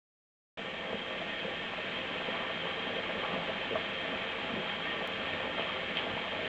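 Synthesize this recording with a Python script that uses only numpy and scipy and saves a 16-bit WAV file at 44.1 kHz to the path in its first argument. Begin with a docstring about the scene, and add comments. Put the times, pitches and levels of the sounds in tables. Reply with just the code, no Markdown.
"""A tap runs into a kitchen sink where dry ice boils under the water.
The jet splashes as drops and dense tiny bubbles and keeps one note of the basin singing.
Gas wells up in gurgles and big gulps; the ice cracks and spits. These ring in the basin
and a tiled room, over the rumble of heaving water, a faint hiss and one thin tick."""
import sys
import numpy as np
from scipy import signal
from scipy.fft import rfft, irfft, next_fast_len
from scipy.io import wavfile

SR = 44100
rng = np.random.default_rng(int(sys.argv[2]) if len(sys.argv) > 2 else 0)


def bounce(signal):
    """Save signal as a 16-bit WAV file at the path given by the first command-line argument."""
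    frames = np.transpose(np.atleast_2d(signal))
    limited = np.clip(frames, -1, 1)
    pcm = np.round(limited * 32767).astype(np.int16)
    wavfile.write(sys.argv[1], SR, pcm)


N = 285768
START_S = .572
TIME_S = np.arange(N) / SR


def from_db(db):
    """Decibels to gain."""
    return 10 ** (np.asarray(db) / 20)


def unit_rms(x):
    """Scale to rms 1."""
    return x / np.sqrt(np.mean(x ** 2) + 1e-20)


def drift(corner_hz):
    """Smooth random wander, rms about 1."""
    hop, settle = 40, 2000
    pole = np.exp(-2 * np.pi * corner_hz * hop / SR)
    noise = rng.standard_normal(N // hop + settle + 2)
    slow = signal.lfilter([1], [1, -2 * pole, pole * pole], noise)[settle:]
    return np.interp(np.arange(N) / hop, np.arange(len(slow)), unit_rms(slow))


def colour(x, spectrum):
    """Filter by a gain curve over log frequency; rms 1."""
    hz, db = np.transpose(spectrum)
    n_fft = next_fast_len(N)
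    bins_hz = np.maximum(np.fft.rfftfreq(n_fft, 1 / SR), 1)
    gain = from_db(np.interp(np.log(bins_hz), np.log(hz), db))
    return unit_rms(irfft(rfft(x, n_fft) * gain, n_fft)[:N])


def impulses(per_s, spread_db):
    """Clicks of random time, sign and size."""
    born = rng.random(N) < per_s / SR
    size = rng.standard_normal(N)
    return born * np.sign(size) * from_db(spread_db * np.minimum(np.abs(size), 2.5))


def bubble(hz, cycles, rise):
    """A sine dying 60 dB over `cycles`; pitch climbs by the fraction `rise` as it nears the surface."""
    age = np.arange(int(cycles / hz * SR) + 2) * hz / SR / cycles
    return np.sin(2 * np.pi * cycles * (age + rise * age ** 2 / 2)) * np.exp(-np.log(1000) * age)


def swarm(low_hz, high_hz, per_s, spread_db, cycles, rise, pitches=24):
    """Bubbles born at random, equal power per Hz across the band; rms 1."""
    out = np.zeros(N)
    for hz in np.geomspace(low_hz, high_hz, pitches):
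        births = impulses(per_s / pitches, spread_db)
        rings = signal.oaconvolve(births, bubble(hz, cycles, rise))[:N]
        out += np.sqrt(hz) * unit_rms(rings)
    return unit_rms(out)


# Splash spectrum. Each row: frequency in Hz, relative gain in dB.
SPLASH_SPECTRUM = [(300, -19), (900, -13), (1500, -2.5), (1700, 2), (1900, -3), (2100, 1.5), (2750, 1),
                   (2960, -1), (3250, -2.5), (3450, -6), (3750, -9), (4200, -17), (4800, -26), (9000, -74)]

def splash(level_db):
    """The jet's drops slap the surface and drag in a fizz of tiny bubbles."""
    drops = from_db(4.5) * unit_rms(impulses(per_s=1300, spread_db=1.0))
    fizz = swarm(1147, 5070, per_s=3500, spread_db=0.5, cycles=10.3, rise=0.079)
    flutter_db = -0.04 * drift(20)
    return from_db(level_db + flutter_db) * colour(fizz + drops, SPLASH_SPECTRUM)


# Boil activity, large and small bubbles. Each row: time in seconds, drive in dB (scaled per layer).
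VIGOUR = [(0.6, -2.5), (2.64, 1.5), (2.79, -2.5), (2.91, 4), (3.09, -3), (3.18, 4.5), (3.63, 0), (3.75, 4),
          (3.87, -1.5), (4.11, 2.5), (4.38, -3), (4.56, 4.5), (4.77, -1.5), (5.04, 2.5), (5.19, 0),
          (5.58, 2), (5.7, 0.5), (6.09, 1.5), (6.27, -1.5), (6.45, 1.5)]
SIMMER = [(0.6, -3), (2.19, -0.5), (2.4, 4), (2.55, -0.5), (3.12, 1.5), (3.21, 4), (3.99, -2), (4.08, 0.5),
          (5.64, 1.5), (5.91, -1.5), (6.0, 2.5), (6.45, -1.5)]
# Spectra of small, medium and large bubbles. Each row: frequency in Hz, relative gain in dB.
SMALL_SPECTRUM = [(400, -10), (750, 3), (850, 5), (950, -2), (1100, 2), (1400, -4.5), (1900, -10.5),
                  (7000, -53)]
GURGLE_SPECTRUM = [(150, -33), (330, -8.5), (400, -3), (460, 1.5), (560, -2), (660, -2.5), (760, -13),
                   (1000, -6.5), (2000, -35)]
CHURN_SPECTRUM = [(70, -21.5), (130, -12.5), (170, 1), (210, -1), (270, -2), (330, 1), (450, -15.5),
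                  (1000, -31.5)]

def boil(vigour_db, simmer_db):
    """Gas leaves the ice in puffs, each freeing bubbles of three sizes."""
    puffs = drift(22)
    small = swarm(724, 1866, per_s=700, spread_db=3, cycles=11.2, rise=0.057)
    gurgle = swarm(323.6, 822, per_s=450, spread_db=2.5, cycles=15.2, rise=0.077)
    churn = swarm(125.5, 347, per_s=340, spread_db=1.0, cycles=6.4, rise=0.052)
    return (colour(small, SMALL_SPECTRUM) * from_db(-48 + 1.13 * simmer_db + 0.66 * puffs)
            + colour(gurgle, GURGLE_SPECTRUM) * from_db(-45.5 + 0.8 * vigour_db + 0.91 * puffs)
            + colour(churn, CHURN_SPECTRUM) * from_db(-49 + 0.67 * vigour_db + 0.52 * puffs))


# Basin resonances. Each row: frequency in Hz, width in Hz, lift in dB.
BASIN_MODES = [(196, 25, 3), (252, 32, 2), (526, 30, 3), (625, 30, 4), (665, 30, 3), (850, 30, 3),
               (1040, 27, 5), (1161, 26, 6), (1223, 18, 4), (1296, 26, 4), (1383, 24, 5), (1583, 20, 3),
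               (1832, 45, 6), (2020, 36, 4), (2215, 30, 4), (2319, 36, 4), (2541, 40, 5), (2715, 30, 3),
               (3110, 60, 8.5), (3215, 70, 7.5), (3391, 20, 4), (3510, 30, 3), (3625, 30, 6), (3970, 60, 3)]

def basin(x):
    """Each resonance lifts its own narrow band and rings on."""
    out = x
    for hz, width_hz, lift_db in BASIN_MODES:
        band = signal.lfilter(*signal.iirpeak(hz, hz / width_hz, fs=SR), x)
        out = out + (from_db(lift_db) - 1) * band
    return out


# Swells of the basin's note. Each row: centre in seconds, lift in dB.
NOTE_SWELLS = [(1.13, 4), (1.33, 9.5), (1.84, 4.5), (2.96, 5.5), (4.89, 11)]

def basin_note(flow_db, hz, wander_hz, waver_db, swell_half_s):
    """The jet keeps one narrow basin mode ringing, unsteady in pitch and strength."""
    pitch_hz = hz + wander_hz * drift(49.2)
    note = np.sin(2 * np.pi * np.cumsum(pitch_hz) / SR) * from_db(waver_db * drift(70))
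    swell_db = sum(db * np.exp(-((TIME_S - s) / swell_half_s) ** 2) for s, db in NOTE_SWELLS)
    return from_db(-51.5 + 0.2 * flow_db + swell_db) * unit_rms(note)


def kitchen(x, t60_s, wet_db):
    """Dense reflections from the tiles follow the direct sound."""
    t = np.arange(SR // 2) / SR
    tail = rng.standard_normal(len(t)) * from_db(-60 * t / t60_s) * (t > .004)
    wet = signal.oaconvolve(x, tail / np.linalg.norm(tail))[:N]
    return (x + from_db(wet_db) * wet) / np.hypot(1, from_db(wet_db))


# Rumble spectrum. Each row: frequency in Hz, relative gain in dB.
RUMBLE_SPECTRUM = [(15, -26), (35, -15), (50, -4), (75, -0.5), (100, 8), (130, -2.5), (300, -75.5)]

def rumble(vigour_db, growth_db_per_s):
    """The water mass heaves with the boil, slowly growing louder."""
    level_db = -59.8 + 0.6 * vigour_db + growth_db_per_s * (TIME_S - TIME_S.mean())
    return from_db(level_db) * colour(rng.standard_normal(N), RUMBLE_SPECTRUM)


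# Hiss spectrum. Each row: frequency in Hz, relative gain in dB.
HISS_SPECTRUM = [(1000, 14.5), (6000, -5.5), (7500, -6.5), (8100, -12.5), (8800, -31.5), (9400, -49.5)]

def hiss(level_db):
    """Steady dull noise."""
    return from_db(level_db) * colour(rng.standard_normal(N), HISS_SPECTRUM)


# Big gas bubbles. Each row: start in seconds, peak in dB before the basin, pitch in Hz, ring in cycles.
GULPS = [(0.927, -33, 660, 12), (0.929, -28, 468, 22), (0.94, -34, 200, 15), (0.953, -30, 505, 14),
         (1.215, -33, 673, 34), (1.734, -31, 630, 12), (1.735, -32.5, 1060, 15), (1.789, -32, 553, 9),
         (2.28, -33, 230, 8), (2.354, -30.5, 1120, 22), (2.449, -32, 1055, 20), (2.654, -31.5, 590, 12),
         (2.67, -34, 1074, 20), (2.872, -32, 250, 7.9), (2.964, -29.5, 450, 11), (2.988, -32, 590, 10),
         (3.093, -33.5, 627, 35), (3.236, -32, 1150, 26), (3.71, -29.5, 462, 30), (3.73, -27.5, 502, 14),
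         (3.754, -25, 635, 38), (3.756, -29.5, 1120, 26), (4.05, -33, 640, 14), (4.135, -33, 640, 22),
         (4.501, -32, 239, 7.6), (4.538, -30.5, 198, 6.5), (5.585, -31, 1250, 22), (5.595, -23, 600, 5.3),
         (5.609, -31, 1200, 17), (5.696, -32, 1150, 24), (6.066, -30.5, 664, 18), (6.134, -35, 113, 3.6),
         (6.167, -30.5, 645, 16), (6.176, -29.5, 934, 29), (6.335, -30, 610, 5.8), (6.39, -33, 636, 36)]

def gulps(rise):
    """Single large bubbles swell over their first cycle and ring out above the boil."""
    out = np.zeros(N + SR)
    for start_s, peak_db, hz, cycles in GULPS:
        ring = bubble(hz, cycles, rise)
        age_cycles = np.arange(len(ring)) * hz / SR
        ring *= 1 - np.exp(-(2 * age_cycles) ** 2)
        at = round(start_s * SR)
        out[at:at + len(ring)] += from_db(peak_db) * ring / np.abs(ring).max()
    return out[:N]


# Ice cracks. Each row: start in seconds, level in dB before filtering, 60 dB decay in seconds.
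ICE_CRACKS = [(1.17, -32, .2), (1.29, -33, .2), (1.92, -28.5, 0.2), (5.596, -23.5, .06), (5.615, -24, 0.14),
              (5.97, -9, 0.01), (5.976, -18.5, .03), (5.986, -24, 0.14)]

def ice_cracks(band_hz):
    """The ice spits short, bright bursts of noise."""
    envelope = sum(from_db(db - 60 * np.abs(TIME_S - start_s) / t60_s) * (TIME_S >= start_s)
                   for start_s, db, t60_s in ICE_CRACKS)
    bursts = envelope * rng.choice([-1, 1], N)
    bandpass = signal.butter(2, band_hz, "band", fs=SR, output="sos")
    return signal.sosfilt(bandpass, signal.sosfilt(bandpass, bursts))


def tick(start_s, peak_db, t60_s):
    """A tiny click reaching far into the treble."""
    age_s = TIME_S - start_s
    return from_db(peak_db - 60 * np.abs(age_s) / t60_s) * (age_s >= 0)


def scene():
    """Tap, boil and ice in basin and room, plus rumble, hiss and tick; mono."""
    build_db, build_s = 5, 0.83
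    flow_db = -build_db * np.exp(-np.maximum(TIME_S - START_S, 0) / build_s)
    vigour_db = np.interp(TIME_S, *np.transpose(VIGOUR))
    simmer_db = np.interp(TIME_S, *np.transpose(SIMMER))
    water = splash(level_db=-41 + flow_db) + boil(vigour_db, simmer_db) + gulps(rise=0.034)
    note = basin_note(flow_db, hz=1830, wander_hz=20, waver_db=2.5, swell_half_s=0.043)
    sink = basin(water + ice_cracks(band_hz=(1860, 3330))) + note
    mix = hiss(level_db=-53.5) + kitchen(sink, t60_s=0.22, wet_db=-8.5)
    mix += rumble(vigour_db, growth_db_per_s=0.7)
    mix += tick(start_s=5.075, peak_db=-30, t60_s=.001)
    return mix[None]


def record(dry):
    """Abrupt start and stop; the top is cut."""
    fade_s, cutoff_hz = .002, 16000
    gate = np.clip(np.minimum(TIME_S - START_S, TIME_S[-1] - TIME_S) / fade_s, 0, 1)
    lowpass = signal.ellip(10, .1, 80, cutoff_hz, fs=SR, output="sos")
    return signal.sosfilt(lowpass, dry * gate)


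dry = scene()
out = record(dry)
bounce(out)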